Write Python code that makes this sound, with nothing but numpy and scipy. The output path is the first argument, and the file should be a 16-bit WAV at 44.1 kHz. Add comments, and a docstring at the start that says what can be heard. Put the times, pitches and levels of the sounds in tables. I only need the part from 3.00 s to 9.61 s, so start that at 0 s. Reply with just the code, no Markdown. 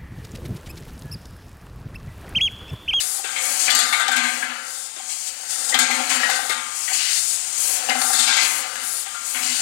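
"""Bottle caps in a rotary dispenser.

Plastic caps turn in a steel bowl, heard from close above the rim, on the left channel only.
A high hiss swells evenly, about 2.4 times a second, with scrapes and grinding over it.
Caps knock into the disc's pockets. Three times the heap tumbles and caps ring the bowl;
it stirs again at the end. A motor hums below."""
import sys
import numpy as np
from scipy import signal
from scipy.io import wavfile
from scipy.ndimage import uniform_filter1d

SR = 44100
rng = np.random.default_rng(int(sys.argv[2]) if len(sys.argv) > 2 else 0)


def int16_out(signal):
    """Quantize to a 16-bit WAV file."""
    q = np.round(np.clip(np.atleast_2d(signal).T, -1, 1) * 32767)
    wavfile.write(sys.argv[1], SR, q.astype(np.int16))


N = 291501
TIME = np.arange(N) / SR
SWELL_PERIOD_S = 0.4167


def amp(db):
    """Decibels to gain."""
    return 10 ** (np.asarray(db) / 20)


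def read(points, hz):
    """A table's values at hz, interpolated on a log-frequency axis."""
    point_hz, value = np.transpose(points)
    return np.interp(np.log(hz + 1), np.log(point_hz), value)


def add(mix, s, sound):
    """Mixes a sound in at s seconds."""
    part = mix[max(round(s * SR), 0):][:len(sound)]
    part += sound[:len(part)]


def shaped(x, gain, size=512):
    """Filters x by gain(hz, s), frame by frame."""
    frames = dict(nperseg=size, noverlap=size * 3 // 4)
    hz, s, spectrum = signal.stft(x, SR, **frames)
    return signal.istft(spectrum * gain(hz[:, None], s), SR, **frames)[1][:len(x)]


def grains(per_s, spread_db, share, size=N):
    """Tiny uneven clicks over smooth noise; power 1, of which share is in the clicks."""
    clicks = (rng.random(size) < per_s / SR) * rng.choice([-1, 1], size)
    clicks = clicks * amp(spread_db * np.minimum(rng.exponential(1, size), 3))
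    crackle = np.sqrt(share) * clicks / (clicks.std() + 1e-9)
    return crackle + np.sqrt(1 - share) * rng.standard_normal(size)


def band_noise(lo_hz, hi_hz, t):
    """Band-passed noise of power 1, as long as t."""
    band = signal.butter(2, [lo_hz, hi_hz], "band", fs=SR, output="sos")
    noise = signal.sosfilt(band, rng.standard_normal(len(t)))
    return noise / noise.std()


def coloured_noise(colour):
    """Steady noise filtered by rows of frequency in Hz, gain in dB."""
    return shaped(rng.standard_normal(N), lambda hz, s: amp(read(colour, hz)), size=2048)


def no_bass(x, cutoff_hz=190):
    """Takes out the deep bass below cutoff_hz."""
    return signal.sosfilt(signal.butter(3, cutoff_hz, "high", fs=SR, output="sos"), x)


def motor():
    """Mains hum over the soft rush of the drive; both swell and fade a little."""
    # Mains partials. Each row: frequency in Hz, rms level in dB before the swell.
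    partials = [(50, -89), (100, -73)]
    # Drive noise. Each row: frequency in Hz, gain in dB.
    rush_colour = [(20, -68), (60, -54), (150, -54), (300, -54.5), (800, -43.5), (3000, -34.5),
                   (16000, -72)]
    # Slow swell. Each row: time in seconds, gain in dB.
    swell = [(1.7, -5.5), (4.0, 3), (4.6, 4), (6.6, 0)]
    hum = sum(amp(db) * np.sqrt(2) * np.sin(2 * np.pi * hz * TIME) for hz, db in partials)
    return (hum + coloured_noise(rush_colour)) * amp(np.interp(TIME, *np.transpose(swell)))


def scrape(s, start_s, length_s, attack_s=0.0065, release_s=0.025):
    """Envelope of a caught cap: it bites quickly, drags and slips free."""
    bite = np.clip((s - start_s) / attack_s, 0, 1)
    return bite * np.exp(-np.maximum(s - start_s - length_s, 0) / release_s)


def hiss_and_scrapes():
    """A high hiss swells evenly and flutters; caps scrape the wall and grind as the heap stirs."""
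    # Levels at the swell tops. Each row: time in seconds, hiss in dB, higher fizz in dB.
    hiss_levels = [(0, -22, -26.5), (0.55, -19, -25.5), (1.0, -24, -36), (1.6, -27, -38.5),
                   (2.15, -25, -40.5), (2.648, -19.5, -35), (3.0, -23.5, -36), (3.75, -22.5, -33.5),
                   (4.3, -16, -31), (4.7, -17.5, -21), (5.1, -16.5, -25), (5.6, -21.5, -25.5),
                   (6.61, -24.5, -29)]
    # Caps caught on the wall. Each row: start in seconds, length in seconds, hiss in dB, grind in dB.
    scrapes = [(0.0, 0.0084, -17.5, -17), (0.588, 0.078, -14.5, -26.5), (0.658, 0.17, -32, -22),
               (1.835, 0.03, -34, -48), (2.088, 0.041, -26, -30), (2.26, 0.028, -22.5, -33),
               (2.488, 0.049, -22, -30.5), (2.687, 0.012, -14.5, -26), (3.09, 0.073, -16, -29),
               (3.188, 0.18, -23.5, -24), (3.925, 0.052, -16, -22.5), (3.984, 0.12, -20, -18),
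               (4.104, 0.084, -16, -21), (5.181, 0.068, -16.5, -16), (5.263, 0.19, -29, -15.5),
               (6.424, 0.21, -18, -22.5)]
    # Three noise spectra. Each row: frequency in Hz, gain in dB.
    hiss_colour = [(500, -45), (2000, -25), (3500, -17.5), (4700, -6), (5500, -7.5), (7200, 0.5),
                   (9400, -3.5), (11000, -16.5), (16000, -24)]
    grind_colour = [(800, -27), (2200, -5), (2850, -2.5), (3400, -3.5), (4550, -0.5), (5500, -5),
                    (7000, -10), (10000, -46), (16000, -51)]
    fizz_colour = [(5000, -12.5), (8000, -4.5), (9700, 3.5), (11000, -0.5), (12200, -5.5), (13200, -10),
                   (15800, -14)]
    swell_top_s, steepness, hiss_dip_db, fizz_dip_db = 0.515, 3.1, -5.5, -17
    grind_rest_db, grind_stir_db = -41, -9
    times_s, hiss_db, fizz_db = np.transpose(hiss_levels)

    def gain(hz, s):
        swell_phase = 2 * np.pi * (s - swell_top_s) / SWELL_PERIOD_S
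        lull = (1 - np.tanh(steepness * np.cos(swell_phase))) / 2
        hiss = amp(np.interp(s, times_s, hiss_db) + hiss_dip_db * lull)
        fizz = amp(np.interp(s, times_s, fizz_db) + fizz_dip_db * lull)
        grind = np.hypot(amp(grind_rest_db), amp(grind_stir_db) * stir(s))
        for start_s, length_s, scrape_hiss_db, scrape_grind_db in scrapes:
            caught = scrape(s, start_s, length_s)
            hiss = np.hypot(hiss, amp(scrape_hiss_db) * caught)
            grind = np.hypot(grind, amp(scrape_grind_db) * caught)
        layers = [(hiss, hiss_colour), (grind, grind_colour), (fizz, fizz_colour)]
        power = sum((level * amp(read(colour, hz))) ** 2 for level, colour in layers)
        return np.sqrt(power) * hz / np.hypot(hz, 350)  # bass roll-off

    wobble = uniform_filter1d(rng.standard_normal(N), size=400)
    flutter_db = 0.3 * wobble / wobble.std()
    return shaped(grains(per_s=3300, spread_db=0.5, share=0.32), gain) * amp(flutter_db)


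def stir(s, build_db_per_s=42.5, settle_db_per_s=46.5, rest_db=-36):
    """Envelope of the heap's motion: each tumble builds, holds and settles to a restless minimum."""
    # The heap lifts and gives way. Each row: start of the hold in seconds, its length, level in dB.
    tumbles = [(0.45, 0.93, -22.5), (2.78, 0.57, -19), (4.8, 0.84, -22), (6.425, 0.19, -29.5)]
    power = amp(rest_db) ** 2
    for start_s, length_s, db in tumbles:
        before_s, after_s = np.maximum(start_s - s, 0), np.maximum(s - start_s - length_s, 0)
        power = power + amp(db - build_db_per_s * before_s - settle_db_per_s * after_s) ** 2
    return np.sqrt(power)


def heap():
    """Many small, dull collisions among the loose caps."""
    # Collision spectrum. Each row: frequency in Hz, gain in dB.
    colour = [(100, -71), (250, -5.5), (400, -25), (530, -3), (640, -17.5), (770, 1.5), (1000, -13.5),
              (1450, -5), (2400, -10), (4000, -16), (10000, -37)]
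    collisions = grains(per_s=170, spread_db=2.5, share=0.29)
    return shaped(collisions, lambda hz, s: amp(read(colour, hz)) * stir(s), size=1024)


def pockets(pocket_hz=784.5, rise_s=0.0052, clunk_t60_s=0.082):
    """Caps knock hollowly and rattle in the disc's pockets, or land flat with a dull clunk."""
    # Pocket knocks and flat landings. Each row: start in seconds, level in dB.
    knocks = [(0.192, -35.5), (0.244, -37.5), (0.72, -30.5), (1.085, -23.5), (1.996, -37.5), (2.746, -24),
              (2.897, -24), (3.0, -24), (3.29, -24), (3.389, -29.5), (3.449, -32.5), (3.914, -30.5),
              (4.887, -22), (4.915, -26), (4.949, -24), (4.98, -30), (5.015, -27), (5.043, -29),
              (5.100, -24.5), (6.064, -38)]
    clunks = [(0.244, -36), (1.965, -39), (2.726, -33), (3.495, -34)]
    out, t = np.zeros(N), TIME[:SR // 4]
    envelope = t / rise_s * np.exp(1 - t / rise_s)
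    for (s, db), detune in zip(knocks, rng.standard_normal(len(knocks))):
        hollow = np.sin(2 * np.pi * pocket_hz * (1 + 0.0076 * detune) * t)
        rattle = 0.28 * band_noise(pocket_hz / 2, 2 * pocket_hz, t)
        add(out, s, amp(db) * envelope * (hollow + rattle))
    for s, db in clunks:
        add(out, s, amp(db - 60 * t / clunk_t60_s) * band_noise(370, 670, t))
    return out


def strike(clang_db, note_hz, note_db, crash_db):
    """One blow: the wall clangs, the cap sounds a short note, a hard edge cracks and crashes."""
    # Spectra of wall and hard edge. Each row: frequency in Hz, gain in dB.
    clang_colour = [(100, -82), (300, -35), (420, -23), (750, -4.5), (1000, -10), (1500, -2), (2300, -3),
                    (4000, -8), (7000, -40), (16000, -112)]
    crash_colour = [(300, -60), (2000, -33), (4200, 5), (5500, -2), (7500, 6.5), (9500, -2.5),
                    (12000, -8.5), (16000, -25)]
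    # Decay of a blow in the bowl. Each row: frequency in Hz, t60 in seconds.
    hang = [(250, 0.2), (700, 0.32), (1400, 1), (3000, 0.72), (8000, 0.36), (15000, 0.046)]
    chatter_t60_s, note_t60_s, crack_t60_s, pure_note_db = 0.17, 0.18, 0.035, -13
    t = TIME[:SR]

    def gain(hz, s):
        near_wall = 1 + 0.34 * np.exp(-s / 0.0043)  # answers first
        crash = amp(crash_db + read(crash_colour, hz)) * near_wall
        clang = amp(clang_db + read(clang_colour, hz))
        steel = np.hypot(clang, crash) * amp(-60 * s / read(hang, hz))
        chatter = 1 / (1 + ((hz - note_hz) / 260) ** 2)  # chatter on the steel blurs the note
        return np.hypot(steel, amp(note_db - 60 * s / chatter_t60_s) * chatter)

    envelope = amp(note_db + pure_note_db - 60 * t / note_t60_s) * (1 - np.exp(-t / 0.00055))
    note = envelope * np.sin(2 * np.pi * note_hz * t)
    bright_noise = np.gradient(np.tanh(rng.standard_normal(SR)))
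    crack = amp(crash_db - 60 * t / crack_t60_s) * bright_noise
    return shaped(grains(per_s=1100, spread_db=4.5, share=0.18, size=SR), gain) + note + crack


def boom(db, rise_s=0.027):
    """The disc swings up within a few cycles of a blow and dies slowly."""
    # Drum-like disc modes. Each row: frequency in Hz, relative level in dB, t60 in seconds.
    modes = [(245.2, -2.5, 0.74), (256.2, 1, 0.55)]
    t = TIME[:2 * SR]
    swing = sum(amp(mode_db - 60 * t / t60_s) * np.sin(2 * np.pi * hz * t)
                for hz, mode_db, t60_s in modes)
    return amp(db) * swing * (1 - np.exp(-t / rise_s))


def falling_caps():
    """Caps strike the steel; the disc booms under each blow."""
    # Blows. Each row: start in seconds, clang in dB, cap note in Hz, then note, crash and boom in dB.
    hits = [(0.242, -21.5, 2675, -19, -38, -62), (0.36, -18.5, 2155, -17, -41, -60),
            (0.68, -14.5, 2380, -10, -44, -40), (0.702, -39, 3433, -11.5, -20.5, -47),
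            (0.749, -29, 1630, -18.5, -18.5, -42), (0.789, -16.5, 3400, -12.5, -19.5, -66),
            (0.926, -14, 2200, -7, -27, -64), (0.997, -14.5, 1546, -14.5, -29.5, -54),
            (1.083, -22.5, 3515, -31, -38, -39), (1.115, -15.5, 1525, -12, -28.5, -34),
            (1.164, -13.5, 2150, -32, -26, -32), (1.235, -19, 1657, -12, -34, -50),
            (1.425, -26, 1610, -10.5, -53, -39), (1.497, -23.5, 1500, -24, -56, -53),
            (1.964, -34, 3530, -39, -51, -56), (2.723, -27, 1940, -10, -50, -58),
            (2.743, -15, 3300, -13, -33, -30), (2.789, -15, 1598, -9.5, -17.5, -44),
            (2.911, -16.5, 2140, -19, -30, -31), (3.101, -14, 1645, -26, -47, -31),
            (3.233, -18, 1895, -8.5, -45, -60), (3.297, -20, 1543, -19, -26, -67),
            (3.495, -16.5, 2140, -17, -27.5, -43.5), (3.877, -22.5, 1917, -21, -44, -52),
            (4.887, -26, 2766, -16, -43, -30.5), (4.903, -18, 2104, -12, -38, -48),
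            (5.016, -38, 1366, -22.5, -32, -55), (5.131, -20.5, 1686, -21, -20.5, -42),
            (5.193, -24, 3530, -32, -23, -42.5), (5.277, -15.5, 2280, -12, -25.5, -60),
            (5.29, -24, 1426, -10.5, -43, -60), (5.366, -13, 2190, -34, -25.5, -43.5),
            (5.756, -26.5, 1430, -29, -37, -48), (6.059, -27.5, 1790, -38, -50, -61),
            (6.147, -41, 1398, -23, -54, -56), (6.346, -19.5, 1430, -20, -50, -39),
            (6.434, -44, 3140, -40, -36, -34)]
    out = np.zeros(N)
    for s, clang_db, note_hz, note_db, crash_db, boom_db in hits:
        add(out, s, strike(clang_db, note_hz, note_db, crash_db))
        add(out, s, boom(boom_db))
    return out


def bowl(x, ring_db=-3, wash_db=-6, wash_t60_s=0.05):
    """The steel rings at its modes; the hollow returns a short wash that shifts as the caps go round."""
    # Bowl modes. Each row: frequency in Hz, relative gain in dB, t60 in seconds.
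    modes = [(525, 12.5, 0.84), (723, 16, 1.3), (743.7, 13.5, 0.54), (874, 13.5, 0.85), (929, 11, 1.2),
             (1058, 18, 1.2), (1207, 22.5, 1.28), (1329, 14, 0.98), (1363, 12.5, 0.9), (1385, 15.5, 0.81),
             (1537, 14, 0.48), (1600, 11.5, 0.7), (1847, 6, 1.2), (1888, 6.5, 0.57), (2050, 14, 0.31),
             (2250, 11.5, 0.58), (6742, 2, 0.23)]
    crowded_modes = [(hz, 1, 0.6) for hz in rng.uniform(2400, 4400, size=26)]
    t = TIME[:2 * SR]
    ring = np.zeros(len(t))
    for hz, db, t60_s in modes + crowded_modes:
        unity_peak = 2 * np.log(1000) / (t60_s * SR)  # scales a mode to gain 1 at resonance
        ring += unity_peak * amp(db - 60 * t / t60_s) * np.cos(2 * np.pi * hz * t)
    out = signal.fftconvolve(x, amp(ring_db) * ring)[:N]
    t = TIME[:SR // 4]
    for side_rad in np.arange(4) * np.pi / 4:
        wash = shaped(rng.standard_normal(len(t)), lambda hz, s: hz / np.hypot(hz, 1500))
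        wash *= amp(-60 * t / wash_t60_s)
        nearness = np.cos(np.pi * TIME / SWELL_PERIOD_S + side_rad)
        out += signal.oaconvolve(x * nearness, amp(wash_db) * wash / np.linalg.norm(wash))[:N]
    return out


def snaps():
    """Plastic rims snap past each other: dry clacks, from a bare tick to a short rattle."""
    # Rim snaps. Each row: start in seconds, level in dB, decay time constant in seconds.
    ticks = [(1.081, -17, 0.0049), (1.095, -23, 0.0007), (1.964, -34, 0.002), (2.742, -17.5, 0.012),
             (3.493, -26.5, 0.0071), (4.896, -19, 0.0051), (5.017, -15.5, 0.0015)]
    out, t = np.zeros(N), TIME[:SR // 8]
    for s, db, decay_s in ticks:
        rim = band_noise(1960, 5400, t) + 0.15 * rng.standard_normal(len(t))
        add(out, s, amp(db) * rim * np.exp(-t / decay_s))
    return out


def scene():
    """Caps, hiss, bowl and motor on the left channel; blows ring the wall most."""
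    blows = no_bass(falling_caps() + snaps())
    hiss_and_heap = no_bass(hiss_and_scrapes() + heap())
    knocks = no_bass(pockets())
    ringing = bowl(amp(3) * blows + amp(-1.5) * (hiss_and_heap + knocks))
    return np.array([blows + hiss_and_heap + knocks + ringing + motor(), np.zeros(N)])


def record(dry):
    """Microphone gain, faint preamp noise on both channels, then a low-pass."""
    # Preamp noise. Each row: frequency in Hz, gain in dB.
    preamp_colour = [(30, -50), (1400, -86), (10000, -93)]
    gain_db, cutoff_hz = 6, 15950
    preamp = np.array([coloured_noise(preamp_colour) for _ in dry])
    low_pass = signal.firwin(511, cutoff_hz, window=("kaiser", 9), fs=SR)
    return signal.oaconvolve(amp(gain_db) * dry + preamp, low_pass[None], "same")


dry = scene()
out = record(dry)
int16_out(out)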